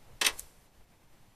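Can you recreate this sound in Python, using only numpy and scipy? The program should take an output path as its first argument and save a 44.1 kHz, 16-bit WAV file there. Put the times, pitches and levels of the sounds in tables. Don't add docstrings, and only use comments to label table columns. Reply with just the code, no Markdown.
import sys
import numpy as np
from scipy import signal
from scipy.fft import rfft, irfft
from scipy.io import wavfile

SR = 44100
rng = np.random.default_rng(int(sys.argv[2]) if len(sys.argv) > 2 else 0)


def dump(signal):
    limited = np.clip(np.atleast_2d(signal).T, -1, 1)
    pcm = np.round(limited * 32767).astype(np.int16)
    wavfile.write(sys.argv[1], SR, pcm)


N = 59535
EDGE_HZ = 14350


def amp(db):
    return 10 ** (np.asarray(db) / 20)


def unit(x):
    return x / np.sqrt(np.mean(x ** 2) + 1e-20)


def read(points, hz):
    f, value = np.transpose(points)
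    return np.interp(np.log(hz + 1), np.log(f + 1), value)


def level(points):
    return amp(np.interp(np.arange(N) / SR, *np.transpose(points)))


def add(mix, start, sound):
    part = mix[round(start * SR):][:len(sound)]
    part += sound[:len(part)]


def noise(colour, low_hz=4):
    hz = np.fft.rfftfreq(N, 1 / SR)
    gain = amp(read(colour, hz)) * hz ** 2 / (hz ** 2 + low_hz ** 2)
    return unit(irfft(gain * np.exp(2j * np.pi * rng.random(len(hz))), N))


def coloured(x, colour):
    return irfft(rfft(x) * amp(read(colour, np.fft.rfftfreq(N, 1 / SR))), N)


def swell(t, rise, steepness=1.7):
    return 1 - np.exp(-(t / rise) ** steepness)


# (t/s, level/dB)
AIR_COLOUR = [(60, -6.5), (110, 2), (240, -6), (500, -10.5), (850, -10), (1300, -16.5), (2000, -16.5),
              (3300, -20), (7000, -24.5), (14000, -26)]
AIR_LEVEL = [(0, -62), (.05, -62), (.2, -61.5), (.5, -64), (.67, -64.5), (.712, -68), (.745, -64.5),
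             (.82, -64.5), (.866, -69), (.91, -64), (.99, -67), (1.035, -64.5), (1.075, -67.5),
             (1.13, -63.5), (1.2, -64), (1.35, -66)]
def air():
    return noise(AIR_COLOUR, low_hz=67.4) * level(AIR_LEVEL)


# (t/s, level/dB)
RUMBLE_COLOUR = [(5, 9.5), (18, -8), (40, -10), (80, -18), (160, -41), (400, -70)]
RUMBLE_LEVEL = [(0, -63.5), (.14, -51.5), (.22, -58.5), (.335, -46), (.37, -51.5), (.44, -45), (.52, -58.5),
                (.7, -62.5), (.76, -53), (.87, -62), (1.35, -63)]
def rumble():
    return noise(RUMBLE_COLOUR) * level(RUMBLE_LEVEL)


# (f/Hz, relative level/dB)
RUBS = [(0.105, -65, 0.059), (0.47, -63, 0.0041), (0.936, -68, 0.018), (1.031, -68.5, 0.0098),
        (1.14, -70, 0.016)]
RUB_COLOUR = [(100, -6), (250, -4), (550, -4), (900, -4.5), (1400, -13.5), (2200, -13), (5000, -34.5),
              (14000, -35.5)]
def rubs():
    t = np.arange(N) / SR
    envelope = sum(amp(db) * np.exp(-((t - centre) / half) ** 2) for centre, db, half in RUBS)
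    return noise(RUB_COLOUR) * envelope


# (t/s, level/dB, f/Hz)
BUMPS = [(.088, -54, 482), (.102, -49.5, 120), (0.132, -47, 110), (0.439, -53.5, 125), (1.039, -54, 130),
         (1.131, -62, 330), (1.201, -49.5, 127), (1.219, -55, 104), (1.279, -50, 111)]
def bumps(size=6000, rise_s=.0037, fade_s=.09):
    out, t = np.zeros(N), np.arange(size) / SR
    for start, db, hz in BUMPS:
        add(out, start, np.sin(2 * np.pi * hz * t) * swell(t, rise_s) * amp(db - 60 * t / fade_s))
    return out


# (t/s, level/dB)
SLIDE_COLOUR = [(500, -17.5), (4000, -6.5), (6500, -5.5), (10000, -3), (14000, -9)]
SLIDE_LEVEL = [(.28, -110), (.33, -57), (.365, -58), (.388, -48.5), (.405, -48.5), (.413, -55), (.46, -62),
               (.55, -70), (.66, -72), (.72, -110)]
def slide():
    return noise(SLIDE_COLOUR) * level(SLIDE_LEVEL)


# (f/Hz, relative level/dB)
TICKS = [(.3837, -17), (.3901, -12), (.3954, 4), (.3958, -7), (.4057, -15)]
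TICK_COLOUR = [(200, -26), (2000, -26), (4600, -26), (6300, -2), (8700, 0), (11000, -4), (14000, -7)]
def ticks(size=1024, gain_db=-9, fizz_db=-9, fizz_s=.002):
    out, t = np.zeros(N), np.arange(size) / SR
    log_gain = np.log(amp(read(TICK_COLOUR, abs(np.fft.fftfreq(size, 1 / SR)))))
    click = np.fft.ifft(np.exp(np.conj(signal.hilbert(log_gain)))).real
    for start, db in TICKS:
        fizz = rng.standard_normal(size) * np.exp(-t / fizz_s)
        push = (t == 0) + amp(fizz_db) * fizz / np.linalg.norm(fizz)
        add(out, start, amp(gain_db + db) * signal.fftconvolve(push, click))
    return out


# (f/Hz, relative level/dB)
ECHO_COLOUR = [(150, -6), (500, 10.5), (1500, -1.5), (4000, -4.5), (12000, -16.5)]
def echo(blow_db, gain_db=-29.5, rise_s=.045, fade_s=.65):
    t = np.arange(N) / SR
    return noise(ECHO_COLOUR) * swell(t, rise_s) * amp(blow_db + gain_db - 60 * t / fade_s)


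RING_TIMES = [(250, 0.23), (1000, 0.21), (2500, 0.11), (6000, 0.13), (12000, 0.1)]
def ringing(t, hz, rise, crest_db, stretch, crest_s=.0058):
    lag = .5 + 3550 / (hz + 3550)
    after = np.maximum(t - rise * lag, 0)
    lift_db = crest_db * hz / (hz + 1540) * np.exp(-(after / (crest_s * lag)) ** 2)
    fade_db = 60 * after / (stretch * read(RING_TIMES, hz))
    return swell(t, rise * lag) * amp(lift_db - fade_db)


# (f/Hz, relative level/dB)
CASE_COLOUR = [(90, -27.5), (220, -10.5), (430, -2.5), (680, -7.5), (1000, 0.5), (1450, -4), (1900, 1),
               (3200, 3.5), (4800, -1), (6900, -6.5), (9400, -3), (10600, -13.5), (12200, -6),
               (14000, -25.5)]
def weak_tones(t, rise, crest_db, tint_db, stretch, count=440, uneven_db=1):
    place, phase, weakness = rng.random((3, count))
    hz = (np.arange(count) + place) * EDGE_HZ / count
    bass_db, treble_db, top_db = tint_db
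    tint = amp(read([(727, bass_db), (2252, 0), (6290, treble_db), (11700, top_db)], hz))
    strength = unit(amp(read(CASE_COLOUR, hz) - uneven_db * (2 * weakness - 1)))
    gain = strength * tint / np.sqrt(count)
    hz = hz[:, None]
    tones = np.sin(2 * np.pi * (hz * t + phase[:, None]))
    return gain @ (ringing(t, hz, rise, crest_db, stretch) * tones)


# (f/Hz, then relative level/dB in blows 1, 2 and 3)
STRONG_TONES = [(1660, -30, -38, -42), (1836, -27, -38, -34), (1952, -33, -34, -31), (2054, -44, -35, -27),
                (2305, -33, -46, -33), (2604, -31, -28, -30), (2666, -27, -31, -26), (3070, -29, -33, -29),
                (3215, -32, -35, -27), (3332, -34, -32, -32), (3706, -34, -32, -28), (3883, -36, -30, -28),
                (4120, -32, -36, -36), (4680, -34, -32, -40), (5347, -35, -32, -33), (5556, -33, -34, -38),
                (6058, -32, -31, -25), (7350, -31, -37, -46), (8080, -33, -40, -33), (8845, -34, -44, -27),
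                (9360, -41, -47, -26), (9690, -35, -44, -27), (12170, -43, -46, -33)]
# (f/Hz, factor)
STRONG_STRETCH = [(2000, 1.15), (3500, .9), (6000, .8), (10000, .6)]
def strong_tones(t, blow, rise, crest_db, stretch, gain_db=-5.5):
    out = np.zeros(len(t))
    for hz, *levels_db in STRONG_TONES:
        tone = np.sin(2 * np.pi * (hz * t + rng.random()))
        envelope = ringing(t, hz, rise, crest_db, read(STRONG_STRETCH, hz) * stretch)
        out += tone * amp(gain_db + levels_db[blow]) * envelope
    return out


# (t/s, base level/dB of weak tones and echo, base rise/s, base crest/dB,
# bass/dB, treble/dB, top/dB, ring time factor, relative side level/dB)
BLOWS = [(.2112, -24, .005, 8, 5, -0.5, -1.5, 1, -49.5), (.2442, -24, 0.0045, 7, -1.5, -2, -4, 1.3, -53),
         (.2622, -21, .0042, 10, 0, -3, 3, 0.91, 0)]
# (f/Hz, level/dB)
CLACK_WIDTH = [(400, -72), (1300, -27.5), (3800, -28.5), (6500, -41), (8800, -6), (10500, -21),
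               (13000, -11.5)]
def clacks(size=7000, side_delay_s=.009):
    mid, side = np.zeros((2, N))
    t = np.arange(size) / SR
    for blow, (start, db, rise, crest_db, *tint_db, stretch, side_db) in enumerate(BLOWS):
        clack = amp(db) * weak_tones(t, rise, crest_db, tint_db, stretch)
        clack += strong_tones(t, blow, rise, crest_db, stretch)
        add(mid, start, clack)
        add(mid, start, echo(db))
        add(side, start + side_delay_s, amp(side_db) * clack)
    return mid, coloured(side, CLACK_WIDTH)


# (f/Hz, level/dB)
HISS_WIDTH = [(200, -47.5), (3600, -47), (5000, -15.5), (8100, -3), (14000, -3.5)]
def scene():
    clack_mid, clack_side = clacks()
    mid = clack_mid + ticks() + bumps() + rubs() + air() + slide() + rumble()
    side = clack_side + coloured(air() + slide(), HISS_WIDTH)
    return np.array([mid + side, mid - side])


def record(dry):
    low_pass = signal.firwin(301, EDGE_HZ, window=("kaiser", 8), fs=SR)
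    return signal.oaconvolve(dry, low_pass[None], "same")


dry = scene()
out = record(dry)
dump(out)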